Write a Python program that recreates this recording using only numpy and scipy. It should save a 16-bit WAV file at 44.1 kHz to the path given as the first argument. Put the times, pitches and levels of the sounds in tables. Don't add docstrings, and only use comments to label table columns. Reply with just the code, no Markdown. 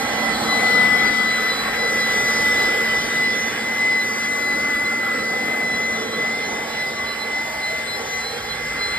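import sys
import numpy as np
from scipy import signal
from scipy.fft import irfft, next_fast_len
from scipy.io import wavfile
from scipy.ndimage import uniform_filter1d, map_coordinates

SR = 44100
rng = np.random.default_rng(int(sys.argv[2]) if len(sys.argv) > 2 else 0)


def materialize(psi):
    bounded = np.clip(np.atleast_2d(psi).T, -1, 1)
    quanta = np.round(bounded * 32767).astype(np.int16)
    wavfile.write(sys.argv[1], SR, quanta)


N = 396018

T = np.arange(N) / SR
SIZE = next_fast_len(N)
F = np.arange(SIZE // 2 + 1) * SR / SIZE


def undb(db):
    return np.exp(np.asarray(db) * (np.log(10) / 20))


def curves(table):
    start_s, *columns = np.transpose(table)
    return [np.interp(T, start_s, column) for column in columns]


def walk(rate):
    hold = int(SR / rate)
    steps = np.repeat(rng.standard_normal(N // hold + 1), hold)
    return 1.535 * uniform_filter1d(uniform_filter1d(steps, hold), hold)[:N]


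# pitch_hz, left_lead_rad, left_minus_right_db, likeness (0-1)
STEREO_SPREAD = [(0, 0, -.3, .985), (130, -.2, -.8, .995), (260, -.35, -1.5, .99), (350, -.62, -1.9, .97),
                 (520, -1.02, -3, .97), (800, -1.12, -3.7, .9), (1050, -1.12, -1.9, .76),
                 (1350, -.65, -.4, .83), (1800, .07, .3, .89), (2050, .53, 1.9, .87), (2350, 1.35, -1, .6),
                 (2850, 2.57, -3.1, .56), (3300, 2.25, -1.5, .35), (3800, 1.0, -2.3, .3),
                 (4400, 1.5, -3, .15), (4900, .82, -1.7, .57), (5400, 2.1, -.8, .7), (6100, 3.14, 0, .995),
                 (8100, 6.28, 0, .995), (10250, 9.42, 0, .995), (12400, 12.57, 0, .995),
                 (13600, 14.1, 0, .995), (14100, 15.71, 0, .998), (15800, 15.8, 0, .998)]


def stereo_spread(hz):
    pitch_hz, *columns = np.transpose(STEREO_SPREAD)
    return [np.interp(hz, pitch_hz, column) for column in columns]


def turbulence():
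    lead, pan_db, like = stereo_spread(F)
    half_tilt = 10 ** (pan_db / 40) * np.exp(.5j * lead)
    shared, left, right = rng.standard_normal((3, len(F))) + 1j * rng.standard_normal((3, len(F)))
    left_side = (np.sqrt(like) * shared + np.sqrt(1 - like) * left) * half_tilt
    right_side = (np.sqrt(like) * shared + np.sqrt(1 - like) * right) / half_tilt
    return np.array([left_side, right_side])


def rush(shape, db, parts, drift_db, flicker_db):
    noise, out = turbulence() * shape, 0
    power = shape ** 2
    band = np.cumsum(power) / np.sum(power) * parts - .5
    for k in range(parts):
        window = np.clip(1 - abs(np.clip(band, 0, parts - 1) - k), 0, 1)
        motion_db = drift_db * walk(1.49) + flicker_db * walk(22)
        out = out + irfft(noise * window, SIZE)[:, :N] * undb(motion_db)
    return out * undb(db) / np.std(out.mean(axis=0))


def colour(points):
    hz, db = np.transpose(points)
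    return undb(np.interp(np.log(F + 1), np.log(hz), db, left=-200, right=-200))


# start_s, roar_db, then relative to the roar
# bass_db, hollow_middle_db, upper_middle_db, housing_db, treble_db; last wind_db (not relative)
AIR_LEVELS = [(0.1, -25.5, -5.5, -3, -9, -10.5, -16.5, -41), (0.65, -26, -3.5, -1.5, -6, -7.5, -14, -50),
              (1.2, -27, -6, -9, -4.5, -8, -15.5, -52), (1.75, -25, -11, -9, -11, -14, -18.5, -46.5),
              (2.3, -25.5, -7.5, -9, -4, -9.5, -14, -42.5), (2.85, -26.5, -9, -6.5, -6.5, -9, -14.5, -45),
              (3.4, -26.5, -9, -13, -13, -11, -17.5, -48), (3.95, -27, -10, -20, -12, -14, -18, -56),
              (4.5, -28, -8, -8, -6.5, -16.5, -15.5, -54), (5.05, -29, -6.5, -11, -3, -15, -17, -56),
              (5.6, -27.5, -6.5, -2.5, -13.5, -14.5, -18.5, -68),
              (6.15, -29, -6.5, -4.5, -8, -10.5, -18, -67), (6.7, -30.5, -6, -8, -15, -10.5, -16.5, -52),
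              (7.25, -31.5, -10.5, -13, -7.5, -12.5, -16, -49),
              (7.8, -30, -13.5, -2.5, -15, -11.5, -15.5, -47.5),
              (8.35, -29.5, -14, -15, -13, -12.5, -17, -44.5), (8.9, -27.5, -15, -15, -8.5, -17, -19, -42)]


def air_levels():
    return curves(AIR_LEVELS)


# pitch_hz, relative density_db (dB per Hz)
HOUSING_COLOUR = [(2000, 13.5), (2300, 1.5), (2700, -10), (3000, 5), (3500, 7.5), (3900, -3.5), (4400, 2)]


def housing():
    roar_db, _, _, _, housing_db, _, _ = air_levels()
    return rush(colour(HOUSING_COLOUR), roar_db + housing_db, parts=16, drift_db=2.2, flicker_db=3.)


# pitch_hz, width_hz
TUBE_RESONANCES = [(230, 364), (450, 114), (640, 102), (800, 284), (1125, 55), (1345, 245), (1750, 940)]
# trim_db, added to its level curve
TUBE_TRIM = [-0.5, 2, -6, 1.5, -5, -1.5, 4]
# start_s, near_450_hz_db, near_800_hz_db, near_1125_hz_db, near_1750_hz_db
TUBE_RINGING = [(0.0, -34.5, -32.5, -44, -34), (0.27, -37, -33.5, -40, -32.5),
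                (0.5, -37.5, -32, -31, -35.5), (1.05, -36.5, -32.5, -37, -34.5), (1.12, -37, -35, -50, -37),
                (1.17, -44, -36.5, -33, -39), (1.38, -37, -37, -38, -34.5), (1.45, -37, -37, -41, -35),
                (1.67, -37.5, -32, -26, -34.5), (1.75, -38, -36, -44, -31.5), (1.85, -35, -30, -37, -37),
                (1.88, -32.5, -36, -44, -34.5), (3.1, -36, -38.5, -37, -34), (3.23, -37, -37, -44, -37),
                (3.28, -35, -43, -40, -34), (3.42, -37, -40, -43, -34), (3.53, -39, -37.5, -41, -32),
                (3.66, -37, -37, -43, -35.5), (3.88, -38, -38, -49, -36.5), (4.08, -38, -42, -36.5, -37),
                (5.08, -38, -41, -42, -38.5), (5.2, -35, -41, -43, -38.5), (5.48, -39, -38, -43, -37),
                (6.15, -37, -43.5, -37, -40), (6.22, -35, -41, -41, -39), (6.33, -41, -40.5, -37, -38),
                (6.53, -36.5, -35, -44, -39), (6.7, -42, -36, -39, -40.5), (6.75, -40.5, -36, -52, -39),
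                (7.0, -38.5, -41, -32, -40), (7.6, -43, -38.5, -46, -39.5), (7.78, -42.5, -45, -47, -36),
                (7.93, -43, -40, -41, -40.5), (7.95, -38.5, -39, -47, -38.5),
                (8.9, -39.5, -39.5, -43, -36.5), (8.98, -46, -38, -46, -34)]


def tube():
    roar_db, bass_db, middle_db, upper_db, *_ = air_levels()
    low_db, hollow_db, narrow_db, high_db = curves(TUBE_RINGING)
    levels_db = [roar_db + bass_db, low_db, roar_db + middle_db, hollow_db, narrow_db,
                 roar_db + upper_db, high_db]
    out = 0
    for (hz, width), trim_db, level_db in zip(TUBE_RESONANCES, TUBE_TRIM, levels_db):
        shape = (1 + ((F ** 2 - hz ** 2) / ((F + 1) * width)) ** 2) ** -.8
        out = out + rush(shape, trim_db + level_db, parts=1, drift_db=.8, flicker_db=0.97)
    return out


# start_s, extra_path_ms, share (0-1, relative to the direct sound)
PAVING_RETURN = [(0, 3.73, 0.5), (.9, 4.02, 0.3), (1.5, 3.9, 0.42), (2.5, 3.5, 0.21), (3.3, 3.76, 0.14),
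                 (4.2, 3.54, 0.26), (4.8, 3.46, 0.48), (5.4, 3.91, 0.38), (6.3, 3.733, 0.18),
                 (7, 3.4, 0.27), (7.6, 3.46, 0.2), (8.2, 3.78, 0.37), (8.98, 3.5, 0.18)]


def ground(x):
    extra_ms, share = curves(PAVING_RETURN)
    heard_at = np.arange(N) - extra_ms * SR / 1000
    late = np.array([map_coordinates(side, [heard_at], order=2, mode="wrap") for side in x])
    return (x + share * late) / np.sqrt(1 + share ** 2)


# pitch_hz, relative density_db (dB per Hz)
WIND_COLOUR = [(22, -25), (35, -44), (50, 2.5), (80, -3.5), (130, -5), (170, -0.5)]


def wind():
    *_, wind_db = air_levels()
    return rush(colour(WIND_COLOUR), wind_db, parts=1, drift_db=1.8, flicker_db=1.0)


# pitch_hz, relative density_db (dB per Hz)
JET_COLOUR = [(3700, 1), (4300, 0.5), (4900, 7.5), (5600, 4.5), (6200, -14)]


def jet():
    roar_db, *_, treble_db, _ = air_levels()
    above_treble_db = 2.5
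    return rush(colour(JET_COLOUR), roar_db + treble_db + above_treble_db,
                parts=8, drift_db=1.5, flicker_db=2.6)


# pitch_hz, relative density_db (dB per Hz)
FINE_COLOUR = [(5400, -20), (6000, 0), (7000, -3), (8300, -5), (8900, -3), (9600, -5), (10600, -3),
               (11600, -9), (12500, -8), (13500, -12), (14200, -9), (15800, -14)]


def fine_hiss():
    roar_db, *_, treble_db, _ = air_levels()
    return rush(colour(FINE_COLOUR), roar_db + treble_db, parts=14, drift_db=.3, flicker_db=1.6)


def air():
    return ground(housing() + tube()) + wind() + jet() + fine_hiss()


def tone(turns, db, pan_db, lead):
    side = np.array([[.5], [-.5]])
    return np.sqrt(2) * undb(db + side * pan_db) * np.sin(2 * np.pi * turns + side * lead)


# start_s, blade_rate_hz (before the intake's jitter)
FAN_SPEED = [(0.5, 2012), (2.15, 2003), (2.81, 2018), (2.97, 2000), (3.04, 2030), (3.11, 2010),
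             (3.84, 2037), (4.1, 2014), (4.19, 2037), (4.55, 2014), (4.64, 2052), (4.76, 1998),
             (4.88, 2048), (5.13, 2005), (5.54, 2043), (5.72, 2012), (5.86, 2040), (6.08, 2011),
             (6.27, 2030), (6.36, 2061), (6.64, 2028), (7.79, 2047), (8.22, 2033), (8.27, 2044),
             (8.31, 2047), (8.95, 2050)]


def blade_passes():
    hz, = curves(FAN_SPEED)
    speed_jitter_hz = 2.22 * walk(25)
    return np.cumsum(hz + speed_jitter_hz) / SR + 0.023 * walk(150)


# start_s, level_db (before its flutter), left_minus_right_db
WHINE_LEVEL = [(0.0, -36, -15), (0.07, -31, -14), (0.1, -34, -14), (0.2, -26.5, -12), (0.33, -29, -16),
               (0.37, -43, 0.5), (0.445, -40, 10), (0.475, -27.5, 7), (0.53, -21, 7), (0.65, -18.5, 5),
               (0.75, -16.5, 6), (0.92, -18, 8.5), (1.22, -20.5, 6.5), (1.33, -22, 3), (1.5, -21.5, 4.0),
               (1.57, -34, -1.0), (1.62, -34, 18), (1.67, -34, 14), (1.82, -22, 3.5), (2.03, -20.5, 0),
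               (2.15, -21, 2), (2.53, -18.5, 0), (2.77, -20.5, 1.0), (2.97, -20.5, 0.0), (3.07, -25.5, 3),
               (3.23, -18, 0.5), (3.49, -26.5, -3), (3.53, -34, -1), (3.58, -28.5, 0), (3.9, -17, 2),
               (4.15, -25.5, -1.0), (4.22, -23.5, 3.5), (4.7, -21, 1.5), (5.3, -24.5, 0.5),
               (5.48, -24.5, 5), (5.68, -22.5, 0), (5.95, -24, 3.5), (6.1, -33, -2), (6.22, -22.5, 1),
               (6.38, -24, 1.5), (6.45, -28.5, -3.0), (6.63, -30, 4), (6.68, -38, 1), (6.78, -26, -1),
               (6.85, -24, -0.5), (6.95, -32, 2.5), (7.0, -26.5, 3), (7.18, -33, -9), (7.35, -22.5, 1.5),
               (7.53, -31, 1), (7.68, -24.5, 0.0), (7.8, -28, 4.0), (7.9, -35, 14), (7.95, -32.5, 13),
               (8.06, -38, 8), (8.15, -26, 6), (8.2, -26, 3), (8.25, -40, 1), (8.33, -45, 8.0),
               (8.38, -45, 2), (8.45, -32.5, 2.0), (8.55, -35.5, -14), (8.65, -28.5, 0.5),
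               (8.88, -27.5, 2.5), (8.98, -26.5, -0.5)]


def whine(passes):
    db, pan_db = curves(WHINE_LEVEL)
    dip_db = np.maximum(uniform_filter1d(db, SR) - db, 0)
    lead = 0.47 + 0.1 * dip_db * walk(9.5)
    return tone(passes, db + 0.72 * walk(30), pan_db, lead)


# start_s, level_db (before its flutter)
OVERTONE_LEVEL = [(0.0, -47), (0.1, -48), (0.42, -41), (0.5, -25), (0.63, -44), (0.75, -36), (0.9, -47),
                  (1.0, -30), (1.07, -42), (1.3, -37), (1.42, -31), (1.47, -41), (1.54, -30), (1.6, -30),
                  (1.69, -33), (1.77, -48), (1.82, -31.5), (1.95, -50), (2.0, -38.5), (2.42, -38.5),
                  (2.5, -46), (2.63, -35), (2.68, -44), (2.97, -40.5), (3.07, -54), (3.25, -36),
                  (3.33, -52), (4.03, -40.5), (4.15, -67), (4.2, -38), (4.32, -56), (4.55, -33.5),
                  (4.68, -51), (4.75, -35), (4.83, -56), (4.86, -41), (4.96, -57), (5.05, -39), (5.1, -54),
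                  (5.2, -42), (5.65, -45.5), (5.75, -35), (5.8, -49), (6.1, -35), (6.28, -47), (6.45, -38),
                  (6.5, -54), (6.7, -53), (6.8, -36.5), (7.05, -45), (7.12, -35), (7.165, -46), (7.2, -35),
                  (7.33, -49), (7.38, -39), (7.55, -50), (7.65, -35), (7.85, -42), (7.9, -36), (8.08, -45),
                  (8.33, -28.5), (8.4, -45), (8.53, -32), (8.63, -50), (8.75, -45), (8.88, -32.5),
                  (8.98, -36)]


def overtone(passes):
    db, = curves(OVERTONE_LEVEL)
    pan_db, lead = -2.5 + 1.6 * walk(9), 1.5 + 0.3 * walk(5)
    return tone(2 * passes, db + 3.5 * walk(32), pan_db, lead)


BLADES = 9
HUM_MULTIPLES = (1, 5, 27)
# level_db (at the mean air level), wavering_db, wavering_rate (levels per s)
HUM_LEVELS = [(-41, .6, 14.), (-47, 2, 8.), (-46, 4, 9.)]
# shaft_multiple, level_db (at the mean air level), wavering_db
SHAFT_LINES = [(15, -51, 4), (36, -56, 4), (45, -64, 5)]


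def shaft_hum(passes):
    roar_db, bass_db, *_ = air_levels()
    near_db = roar_db - roar_db.mean()
    blade_hz = curves(FAN_SPEED)[0].mean()
    lines = [(order, near_db + hum_db + waver_db * walk(rate))
             for order, (hum_db, waver_db, rate) in zip(HUM_MULTIPLES, HUM_LEVELS)]
    lines[0] = (1, lines[0][1] + 0.87 * (bass_db - bass_db.mean()))
    lines += [(order, near_db + line_db + waver_db * walk(15))
              for order, line_db, waver_db in SHAFT_LINES]
    out = 0
    for order, db in lines:
        lead, pan_db, _ = stereo_spread(order / BLADES * blade_hz)
        out = out + tone(order / BLADES * passes, db, pan_db, lead)
    return out


def fan():
    passes = blade_passes()
    return whine(passes) + overtone(passes) + shaft_hum(passes)


def scene():
    return air() + fan()


def record(dry):
    return signal.sosfilt(signal.ellip(10, .2, 70, 15750, fs=SR, output="sos"), dry)


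dry = scene()
out = record(dry)
materialize(out)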